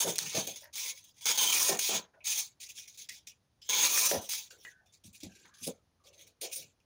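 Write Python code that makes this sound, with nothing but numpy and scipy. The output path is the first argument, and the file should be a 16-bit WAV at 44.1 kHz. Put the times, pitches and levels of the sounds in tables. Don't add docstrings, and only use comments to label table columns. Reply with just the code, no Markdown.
import sys
import numpy as np
from scipy import signal
from scipy.fft import rfft, irfft
from scipy.io import wavfile
from scipy.ndimage import uniform_filter1d, map_coordinates

SR = 44100
rng = np.random.default_rng(int(sys.argv[2]) if len(sys.argv) > 2 else 0)


def transcribe(signal):
    frames = np.atleast_2d(signal).T
    limited = np.clip(frames, -1, 1)
    pcm = np.round(limited * 32767).astype(np.int16)
    wavfile.write(sys.argv[1], SR, pcm)


def volts(x):
    e = np.asarray(x, float) / 20
    return 10 ** e


N = 302085

# start in seconds, held in seconds, first level in dB,
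# last level in dB.
CUTS = [(0, .038, -27, -32), (.045, .045, -37.5, -37.5), (.092, 0.047, -35.5, -44), (.32, .03, -43, -40),
        (.35, 0.034, -34, -33), (.385, .07, -31, -50), (1.256, .012, -32.5, -30), (1.27, .015, -34, -31.5),
        (1.286, 0.027, -28.5, -27), (1.322, .045, -34.5, -38.5), (1.372, .004, -41.5, -40),
        (1.376, .035, -29, -30), (1.412, 0.055, -28, -29.5), (1.455, .055, -29.5, -30.5),
        (1.51, .012, -38.5, -33), (1.524, 0.059, -30, -29.5), (1.595, .04, -30, -28.5),
        (1.64, .055, -32.5, -27.5), (1.7, .051, -32.5, -40), (1.892, 0.022, -30.5, -39.5),
        (1.915, .055, -33, -34), (3.692, .012, -33.5, -28.5), (3.708, .02, -35.5, -31.5),
        (3.729, 0.025, -27, -31), (3.762, .03, -29.5, -31), (3.79, 0.038, -28, -28),
        (3.828, .045, -26, -28.5), (3.878, .05, -34, -30.5), (3.93, .045, -32, -29),
        (3.976, .03, -28, -30.5), (4.012, 0.038, -28.5, -32), (4.05, 0.028, -30, -30),
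        (4.08, .035, -34, -30.5), (4.122, 0.06, -34, -41.5)]
SLIDES = [(.158, 0.0019, -32, -37.5), (.186, 0.27, -40.5, -44.5), (.47, 0.11, -38.5, -56),
          (.56, 0.036, -42.5, -54.5), (.608, 0.034, -55.5, -58), (.73, 0.013, -57, -46.5),
          (.756, 0.15, -38.5, -40), (.93, 0.032, -56.5, -56.5), (.975, 0.061, -53, -65.5),
          (1.04, 0.075, -57.5, -69.5), (1.14, 0.076, -73.5, -58.5), (1.21, 0.16, -47, -54.5),
          (1.772, 0.0055, -38, -46), (1.792, .008, -25, -31), (1.8, 0.11, -35, -30.5),
          (2.243, 0.017, -48, -39), (2.269, 0.1, -34, -36), (2.374, .035, -31, -36),
          (2.405, 0.085, -36, -57), (4.211, 0.054, -53.5, -48.5), (4.292, 0.059, -40, -36),
          (4.342, 0.12, -36.5, -53)]
TOUCHES = [(2.602, 0.023, -51, -47.5), (2.63, 0.067, -47.5, -58.5), (2.69, 0.015, -49.5, -49),
           (2.73, .05, -66.5, -49), (2.785, .07, -45.5, -58.5), (2.876, 0.0048, -58.5, -49.5),
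           (2.9, 0.064, -62.5, -62), (2.975, 0.052, -51.5, -49), (3.09, 0.099, -45, -59),
           (3.272, 0.08, -46, -72.5), (3.617, .01, -65.5, -62.5), (3.635, 0.082, -63, -53),
           (4.506, 0.099, -53.5, -76), (4.58, 0.073, -67.5, -59.5), (4.648, 0.014, -53, -69),
           (4.675, 0.032, -66, -60.5), (4.86, .06, -75, -82), (4.925, 0.013, -69.5, -58.5)]
RUBS = [(5.04, .055, -59.5, -66.5), (5.13, .025, -64, -56), (5.16, .035, -58.5, -70),
        (5.204, .025, -55.5, -58.5), (5.232, .06, -49, -67), (5.29, .06, -66.5, -68.5),
        (5.3516, .04, -62, -68), (5.39, .06, -63.5, -69.5), (5.455, .025, -65.5, -67.5),
        (5.54, .04, -61, -69.5), (5.584, .025, -59, -64.5), (5.605, .02, -64.5, -55),
        (5.627, .012, -50, -43), (5.64, .02, -43, -47), (5.66, .015, -50.5, -43), (5.676, .03, -41, -53),
        (6.04, .03, -75, -57.5), (6.13, .04, -65, -66), (6.175, .042, -67, -53.5),
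        (6.268, .0079, -66, -58.5), (6.414, .04, -42, -42), (6.455, .055, -47.5, -59.5),
        (6.515, .012, -52, -45.5), (6.528, .028, -40, -48), (6.56, .018, -42, -44),
        (6.58, .05, -49.5, -53.5), (6.635, .08, -61, -75.5), (6.803, .004, -73, -81.5)]
# rasp, air, block, boards and frame, all in dB re its hiss.
CUT_SHARES = (-4, -6, -13, -21, -32)
SLIDE_SHARES = (-4, -5, -23, -31.5, -42)
TOUCH_SHARES = (-3.5, -6.5, -35, -30, -35.5)
RUB_SHARES = (-3.5, -1, -67, -34, -39)
ATTACK_DB_PER_S = 6003
# hiss, rasp, air, block, boards and frame in dB per second.
RELEASE_DB_PER_S = (430, 400, 560, 430, 430, 430)
DULLING = (0.12, 0, 0.34, 0, 0, 0)
# time in seconds, brightness in dB.
GRAZE = [(0, 4), (.3, -3), (.6, 0), (1.05, -1.5), (1.351, -1.5), (1.65, 4), (1.999, -4.5), (2.4, 1),
         (2.7, 0), (3.202, -1), (3.75, -5), (4, 3.5), (4.4, 0), (5.1, 0), (5.3, -6.5), (5.5, -7.5),
         (5.64, 3.5), (6.151, -7.5), (6.42, 0), (6.49, -6.5), (6.56, 6), (6.66, -8)]
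RASP_PER_GRAZE = -0.5

FOAM_ZONES_HZ = [900, 1900, 4500, 8000, 12500, 17000]
# frequency in Hz, density in dB per Hz.
FOAM_SPECTRUM = [(470, -36), (800, -4), (1130, -15.5), (1770, -15), (2330, -5.5), (2900, -5), (4400, -2),
                 (5600, 2.5), (6500, 3), (7100, 0), (7900, -11), (8900, -2.5), (11000, -8), (13600, -19)]
# frequency in Hz, width in Hz, level in dB.
BLOCK_MODES = [(995.4, 66, -7.5), (2206, 18, 0), (2400, 52, -23.5), (3080, 150, 2), (5300, 26, -7.5),
               (6335, 210, 17)]
# time in seconds, pitch re rest in percent.
MODE_SHIFT = [(0, 2), (.4, 0), (1.26, -1), (1.33, 4), (1.38, -1), (1.491, 2), (1.54, -3), (1.6, 2),
              (1.9, 3), (2.4, 0), (3.7, 0), (3.85, 3.5), (3.92, -1), (4.02, 1), (4.11, -6), (4.4, 0),
              (6.85, 0)]
# time in seconds, fizz re air in dB.
GRIT = [(0, -2.5), (1, -3), (1.6, -0.5), (2.3, -1.5), (3, -2), (3.9, 1.5), (4.6, -0.5), (5.1, -5.5),
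        (5.4, -9), (5.66, -7), (6.15, -0.5), (6.45, -2.5), (6.6, 0)]
SKIRT_HZ = (1500, 2100)
SKIRT_DB = -21.5

# start in seconds, peak in dB, air (9-14 kHz) in dB re peak,
# low (1.5-3.8 kHz) in dB re peak.
SNAPS = [(0.0947, -10.5, -49.5, -15), (0.1446, -38, -13, -14), (0.16, -26, -10, -12),
         (0.183, -4.5, -29, -7.5), (0.1884, -6, -18, -10), (0.474, -17, 0, -30), (0.5608, -35, -13, -10),
         (0.6077, -40, -14, -12), (0.643, -35, 6, -15), (1.257, -8, -20, -12.5), (1.7935, -9.5, -23, -8),
         (2.7862, -36.5, -26, -4), (2.8786, -46, -10, -25), (3.094, -24, -14, -15), (3.1512, -41, 9, -31),
         (3.271, -30.5, -19, -32), (3.62, -47, -9, -16), (3.696, -16, -20, -10), (4.294, -24, 11, -14.5),
         (4.336, -13, -8, -10), (4.5095, -44, -7, 10), (4.6525, -33, -20, 4), (1.6905, -20, -20, -1),
         (4.1135, -12, -20, 1), (1.629, -9, -10, -20.5), (3.9762, -11, -13.5, -1), (5.461, -52, 5, -22.5),
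         (4.8194, -71, -11, 16.5), (5.045, -43, -15, -27), (5.234, -27.5, -11, -22),
         (5.6765, -20, -13, -35)]

# start in
# seconds, held in seconds, frequency in Hz, width in Hz, level in dB.
HUMS = [(.63, 0.025, 936, 60.3, -62), (1.211, .44, 957, 70, -66), (1.261, 0.068, 3110, 250, -44),
        (1.39, 0.14, 3110, 250, -34), (1.52, 0.064, 2450, 400, -38.5), (1.6, .06, 3220, 200, -48),
        (3.72, 0.16, 2320, 301, -39), (3.95, .1, 2330, 400, -41), (3.96, .13, 5460, 300, -41),
        (1.89, .07, 3180, 199, -44), (5.23, 0.0085, 262, 115, -45.5), (5.68, 0.025, 470, 130, -43),
        (2.137, 0.039, 1470, 148, -75), (2.205, 0.01, 2450, 300, -58.5), (3.617, 0.0051, 3120, 450, -53),
        (3.618, 0.012, 5080, 502, -55.5), (4.512, 0.038, 1500, 300, -63.5), (4.665, 0.035, 1890, 200, -57),
        (4.69, 0.13, 1770, 80, -71), (0.63, 0.03, 1750, 400, -59), (4.7, 0.12, 1528, 69.6, -66.5),
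        (5.29, 0.17, 1600, 151, -70), (5.452, 0.012, 1840, 730, -63), (5.526, 0.12, 1180, 150, -73.5),
        (6.0, 0.096, 1166, 101, -76), (6.054, 0.17, 549, 59, -64.5), (6.429, 0.014, 577, 90, -49.5),
        (6.561, 0.067, 540, 90, -62.5),
        (0.618, 0.05, 598, 113, -64.5), (0.802, 0.12, 1030, 130, -65), (.84, 0.082, 520, 138.9, -65),
           (2.171, .04, 638, 120, -70), (3.169, 0.019, 860, 150, -80), (4.81, 0.053, 700, 206, -74.5),
           (4.861, 0.037, 3530, 111.1, -73.5), (5.23, .12, 716, 108, -92), (5.36, 0.089, 324.1, 150, -72),
           (5.74, .07, 1286, 150, -82.5), (5.51, 0.094, 1610, 300, -69), (5.689, 0.11, 543, 185.2, -76),
           (5.668, 0.031, 201, 82, -47), (4.125, .06, 90, 40, -50), (5.06, .06, 85, 40, -60),
           (5.24, .05, 85, 40, -60), (3.088, .02, 2000, 300, -52)]
# start in seconds, frequency in Hz, peak in dB, t60 in seconds.
TAPS = [
    (4.5083, 1560, -51.5, .06),
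    (4.5083, 2790, -53, 0.098),
    (4.5083, 4533, -52, .09),
    (4.6505, 1657, -55, .4),
    (4.6505, 1730, -53, 0.2),
    (4.6505, 1964, -41.5, .08),
    (4.6505, 2520, -48, .025),
    (4.6505, 2900, -54, 0.097),
    (4.659, 2000, -48.5, 0.11),
    (4.659, 2470, -49, .03),
]

# start in seconds, swell in seconds, boards in dB, frame in dB,
# block in dB.
THUDS = [(0, 0.0008, -52, -66, -42), (0.046, 0.03, -33, -39.5, -42), (.183, 0.079, -58.5, -50.5, -52.5),
         (0.346, 0.033, -36.5, -37.5, -51.5), (0.471, 0.0078, -45.5, -50, -64),
         (1.692, 0.03, -32.5, -41.5, -39), (1.891, 0.061, -41, -44, -42.5), (2.136, 0.014, -68, -87, -67),
         (3.09, 0.019, -75, -68, -79), (4.114, 0.036, -31.5, -40, -40), (4.506, 0.065, -66, -91, -81),
         (4.649, 0.013, -66, -80, -69), (5.04, 0.018, -73.5, -52, -98), (5.23, 0.037, -58.5, -48.5, -90),
         (5.451, 0.019, -75, -67, -63), (5.612, 0.0096, -74.5, -52.5, -72), (5.668, 0.027, -75, -62, -85),
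         (6.041, 0.26, -73.5, -78, -83), (6.419, 0.045, -48, -71, -63), (6.56, 0.073, -67, -62.5, -91)]
# boards, frame and block in dB.
SWELL_DB = (1, 13.5, 5.5)
# boards, frame and block in dB per second.
SETTLE_DB_PER_S = (253.5, 272, 239)
# start in seconds, peak in dB, frequency in Hz.
LANDINGS = [
    (0.346, -41, 476),
    (1.6905, -22, 538),
    (1.6995, -27.5, 560),
    (4.1135, -20.5, 486),
    (4.1225, -30, 480),
    (5.233, -47, 270),
    (5.6765, -25, 480),
    (5.667, -35, 450),
    (6.438, -36, 560),
    (1.892, -32, 420),
]
# frequency in Hz, width in Hz, level in dB.
BOARD_MODES = [(322, 28, -5), (407, 27, -1), (415, 23, -1), (450, 70, -0.5), (562, 69, -4), (593, 17, -2.5),
               (649, 13, -0.5), (781, 61, -3)]
# frequency in Hz, width in Hz, level in dB.
FRAME_MODES = [(106, 7.9, 2.5), (158, 20, 0.5), (212, 65, -0.5)]

# frequency in Hz, density in dB per Hz.
AIR_SPECTRUM = [(15, -47), (25, -26), (86, -8.5), (146, -14), (211, -18.5), (400, -23.5), (700, -26),
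                (1500, -31.5), (2500, -35), (3500, -35), (6500, -36), (7600, -49.5), (10000, -38.5),
                (13500, -53.5)]
AIR_DB = -74
PORT_HZ, PORT_WIDTH_HZ, PORT_DB = 15000, 1100, 11
TOP_HZ = 15900


def foam(block_db, rasp_db, hiss_db, air_db):
    per_s = np.clip(9000 * volts(0.7 * (hiss_db + 32)), 600, 9000)
    ring_db = np.clip(0.63 * (block_db - hiss_db + 18), -15, 0)
    cells, rung = [], []
    for k in range(2):
        bursts = grains(per_s, spread_db=2.5, clump_db=3.5)
        modes = sum(volts(5.12 * drift(3.1)) * dense_modes(bursts, t60=0.08) for j in range(2))
        cells.append(bursts + volts(3.5) * modes)
    for c in cells:
        block = rms_one(shifted(body(c, BLOCK_MODES, wander_db=4)))
        rung.append(rms_one(colour(c, FOAM_SPECTRUM)) + volts(-2.5 + ring_db) * block)

    patchy_db = np.clip(1.6 - 0.09 * (hiss_db + 35), 1.5, 5)
    fizz_db = air_db - 5.5 + np.interp(np.arange(N) / SR, *np.transpose(GRIT))
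    levels = [block_db, rasp_db, hiss_db, air_db, fizz_db]
    out = 0
    for lo, hi, level_db in zip(FOAM_ZONES_HZ, FOAM_ZONES_HZ[1:], levels):
        edges = np.geomspace(lo, hi, 5)
        zone = 0
        for k in range(4):
            zone = zone + volts(patchy_db * drift(12)) * band(rung[k % 2], edges[k], edges[k + 1])
        out = out + volts(level_db) * evened(zone)
    out = out + volts(rasp_db + SKIRT_DB) * evened(band(cells[0][::-1], *SKIRT_HZ))
    return out * volts(1.1 * drift(27))


def contacts():
    kinds = [(CUTS, CUT_SHARES), (SLIDES, SLIDE_SHARES), (TOUCHES, TOUCH_SHARES), (RUBS, RUB_SHARES)]
    levels = []
    for k, release in enumerate(RELEASE_DB_PER_S):
        courses = [envelope_db(rows, release, DULLING[k]) + (0, *shares)[k] for rows, shares in kinds]
        levels.append(np.max(courses, axis=0))
    graze_db = np.interp(np.arange(N) / SR, *np.transpose(GRAZE))
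    return np.array(levels) + np.outer([0, RASP_PER_GRAZE, 1, 0, 0, 0], graze_db)


def snaps():
    out, t = np.zeros(N), np.arange(600) / SR
    for s, db, air_db, low_db in SNAPS:
        burst = rng.standard_normal(len(t)) * volts(-60 * t / 0.0053)
        crack = band(burst, 3800, 8500)
        crack = crack + volts(air_db) * band(burst, 9000, 14000)
        crack = crack + volts(low_db + 4) * band(burst, 1500, 3800)
        at = round(s * SR)
        out[at:at + len(t)] += volts(db - 6.5) * crack / np.abs(crack).max()
    return out


def hums():
    out, noise = np.zeros(N), rng.standard_normal(N)
    for s, held, hz, width_hz, db in HUMS:
        near = slice(int((s - 0.1) * SR), int((s + held + 0.25) * SR))
        t = np.arange(N)[near] / SR - s
        fade_db = np.minimum(-30 * t - 400 * np.maximum(t - held, 0), 0)
        onset = np.clip(t / max(0.0017, 0.55 / hz), 0, 1)
        hum = rms_one(resonate(resonate(noise[near], hz, width_hz), hz, width_hz))
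        out[near] += volts(db + fade_db) * onset * hum
    return out * volts(2.8 * drift(40))


def taps():
    out, t = np.zeros(N + SR), np.arange(SR // 2) / SR
    for s, hz, db, t60 in TAPS:
        out[round(s * SR):][:len(t)] += volts(db - 60 * t / t60) * np.sin(2 * np.pi * hz * t)
    return out[:N]


def thuds():
    levels = []
    for k in range(3):
        rows = [(s, swell, dbs[k] - SWELL_DB[k], dbs[k]) for s, swell, *dbs in THUDS]
        levels.append(envelope_db(rows, SETTLE_DB_PER_S[k]))
    return levels


def table(boards_db, frame_db):
    shake = grains(1500, spread_db=3.0, clump_db=2.5)
    boards = band(body(shake, BOARD_MODES, wander_db=3) + volts(-25) * shake, 270, 800)
    frame = band(body(shake, FRAME_MODES, wander_db=3), 97, 290)
    out = band(volts(boards_db) * evened(boards), 200, 1100)
    out = out + band(volts(frame_db) * evened(frame), 85, 330, order=3)
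    for s, db, hz in LANDINGS:
        click = np.zeros(N)
        click[round(s * SR)] = volts(db + 36)
        knock = resonate(resonate(click, hz, 240), hz, 240)
        out += band(knock, hz * 0.41, hz * 1.3)
    return out


def room(x, t60=0.26, wet_db=-16):
    t = np.arange(SR // 3) / SR
    tail = rng.standard_normal(len(t)) * volts(-60 * t / t60) * (t > 0.004)
    dull = band(x, 100, 9000, order=1)
    return volts(wet_db) * signal.fftconvolve(dull, tail / np.linalg.norm(tail))[:N]


def still_air():
    noise = rms_one(colour(rng.standard_normal(N), AIR_SPECTRUM))
    return volts(AIR_DB + 0.52 * drift(28)) * noise


def grains(per_s, spread_db, clump_db):
    born = rng.random(N) < per_s * volts(clump_db * drift(60)) / SR
    size = volts(spread_db * np.minimum(rng.exponential(1, N), 5))
    return rms_one(born * size * rng.choice([-1, 1], N) / np.sqrt(per_s))


def dense_modes(x, t60):
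    t = np.arange(SR // 5) / SR
    response = rng.standard_normal(len(t)) * volts(-60 * t / t60)
    return rms_one(signal.fftconvolve(x, response)[:N])


def resonate(x, hz, width_hz):
    r = np.exp(-np.pi * width_hz / SR)
    zeros = np.array([1, 0, -1]) * (1 - r * r) / 2
    poles = [1, -2 * r * np.cos(2 * np.pi * hz / SR), r * r]
    return signal.lfilter(zeros, poles, x + 1e-18)


def body(x, modes, wander_db):
    out = 0
    for k, (hz, width_hz, db) in enumerate(modes):
        out = out + (-1) ** k * volts(db + wander_db * drift(1.9)) * resonate(x, hz, width_hz)
    return out


def shifted(x):
    percent = np.interp(np.arange(N) / SR, *np.transpose(MODE_SHIFT)) + drift(8)
    return map_coordinates(x, [np.cumsum(1 + percent / 100)], order=3, mode="mirror")


def envelope_db(rows, release, dulling=0):
    t, out = np.arange(N) / SR, np.full(N, -110.)
    for s, held, first_db, last_db in rows:
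        near = slice(max(int((s - 0.02) * SR), 0), int((s + held + 0.3) * SR))
        end_db = last_db + dulling * min(last_db - first_db, 0)
        course = np.interp(t[near] - s, [0, held], [first_db, end_db])
        before, after = np.maximum(s - t[near], 0), np.maximum(t[near] - s - held, 0)
        out[near] = np.maximum(out[near], course - ATTACK_DB_PER_S * before - release * after)
    return out


def evened(x, span_s=0.054):
    span = int(span_s * SR)
    power = uniform_filter1d(uniform_filter1d(x ** 2, span), span)
    return x / np.sqrt(power + 1e-20)


def rms_one(x):
    return x / np.sqrt(np.mean(x ** 2) + 1e-20)


def band(x, lo_hz, hi_hz, order=2):
    return signal.sosfilt(signal.butter(order, [lo_hz, hi_hz], "band", fs=SR, output="sos"), x)


def colour(x, spectrum):
    hz, level_db = np.transpose(spectrum)
    log_hz = np.log(np.fft.rfftfreq(4096, 1 / SR) + 1)
    log_gain = np.interp(log_hz, np.log(hz), level_db) * np.log(10) / 20
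    folded = irfft(log_gain) * np.r_[1, 2 * np.ones(2047), 1, np.zeros(2047)]
    return signal.fftconvolve(x, irfft(np.exp(rfft(folded))))[:N]


def drift(rate):
    r = np.exp(-40 * np.pi * rate / SR)
    noise = rng.standard_normal(N // 20 + 2002)
    slow = signal.lfilter([1], [1, -2 * r, r * r], noise)[2000:]
    return np.interp(np.arange(N) / 20, np.arange(len(slow)), rms_one(slow))


def scene():
    hiss_db, rasp_db, air_db, block_db, boards_db, frame_db = contacts()
    boards_db, frame_db, block_db = np.maximum([boards_db, frame_db, block_db], thuds())
    cracks = snaps()
    mix = foam(block_db, rasp_db, hiss_db, air_db) + table(boards_db, frame_db)
    mix = mix + hums() + taps() + cracks + room(cracks) + still_air()
    return mix[None]


def low_pass(x):
    return signal.sosfilt(signal.butter(12, 17110, fs=SR, output="sos"), x)


def record(dry):
    port = resonate(resonate(dry, PORT_HZ, PORT_WIDTH_HZ), PORT_HZ, PORT_WIDTH_HZ)
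    bright = dry + volts(PORT_DB) * port
    steep = signal.ellip(10, 1, 70, TOP_HZ, fs=SR, output="sos")
    return low_pass(signal.sosfilt(steep, bright))


dry = scene()
out = record(dry)
transcribe(out)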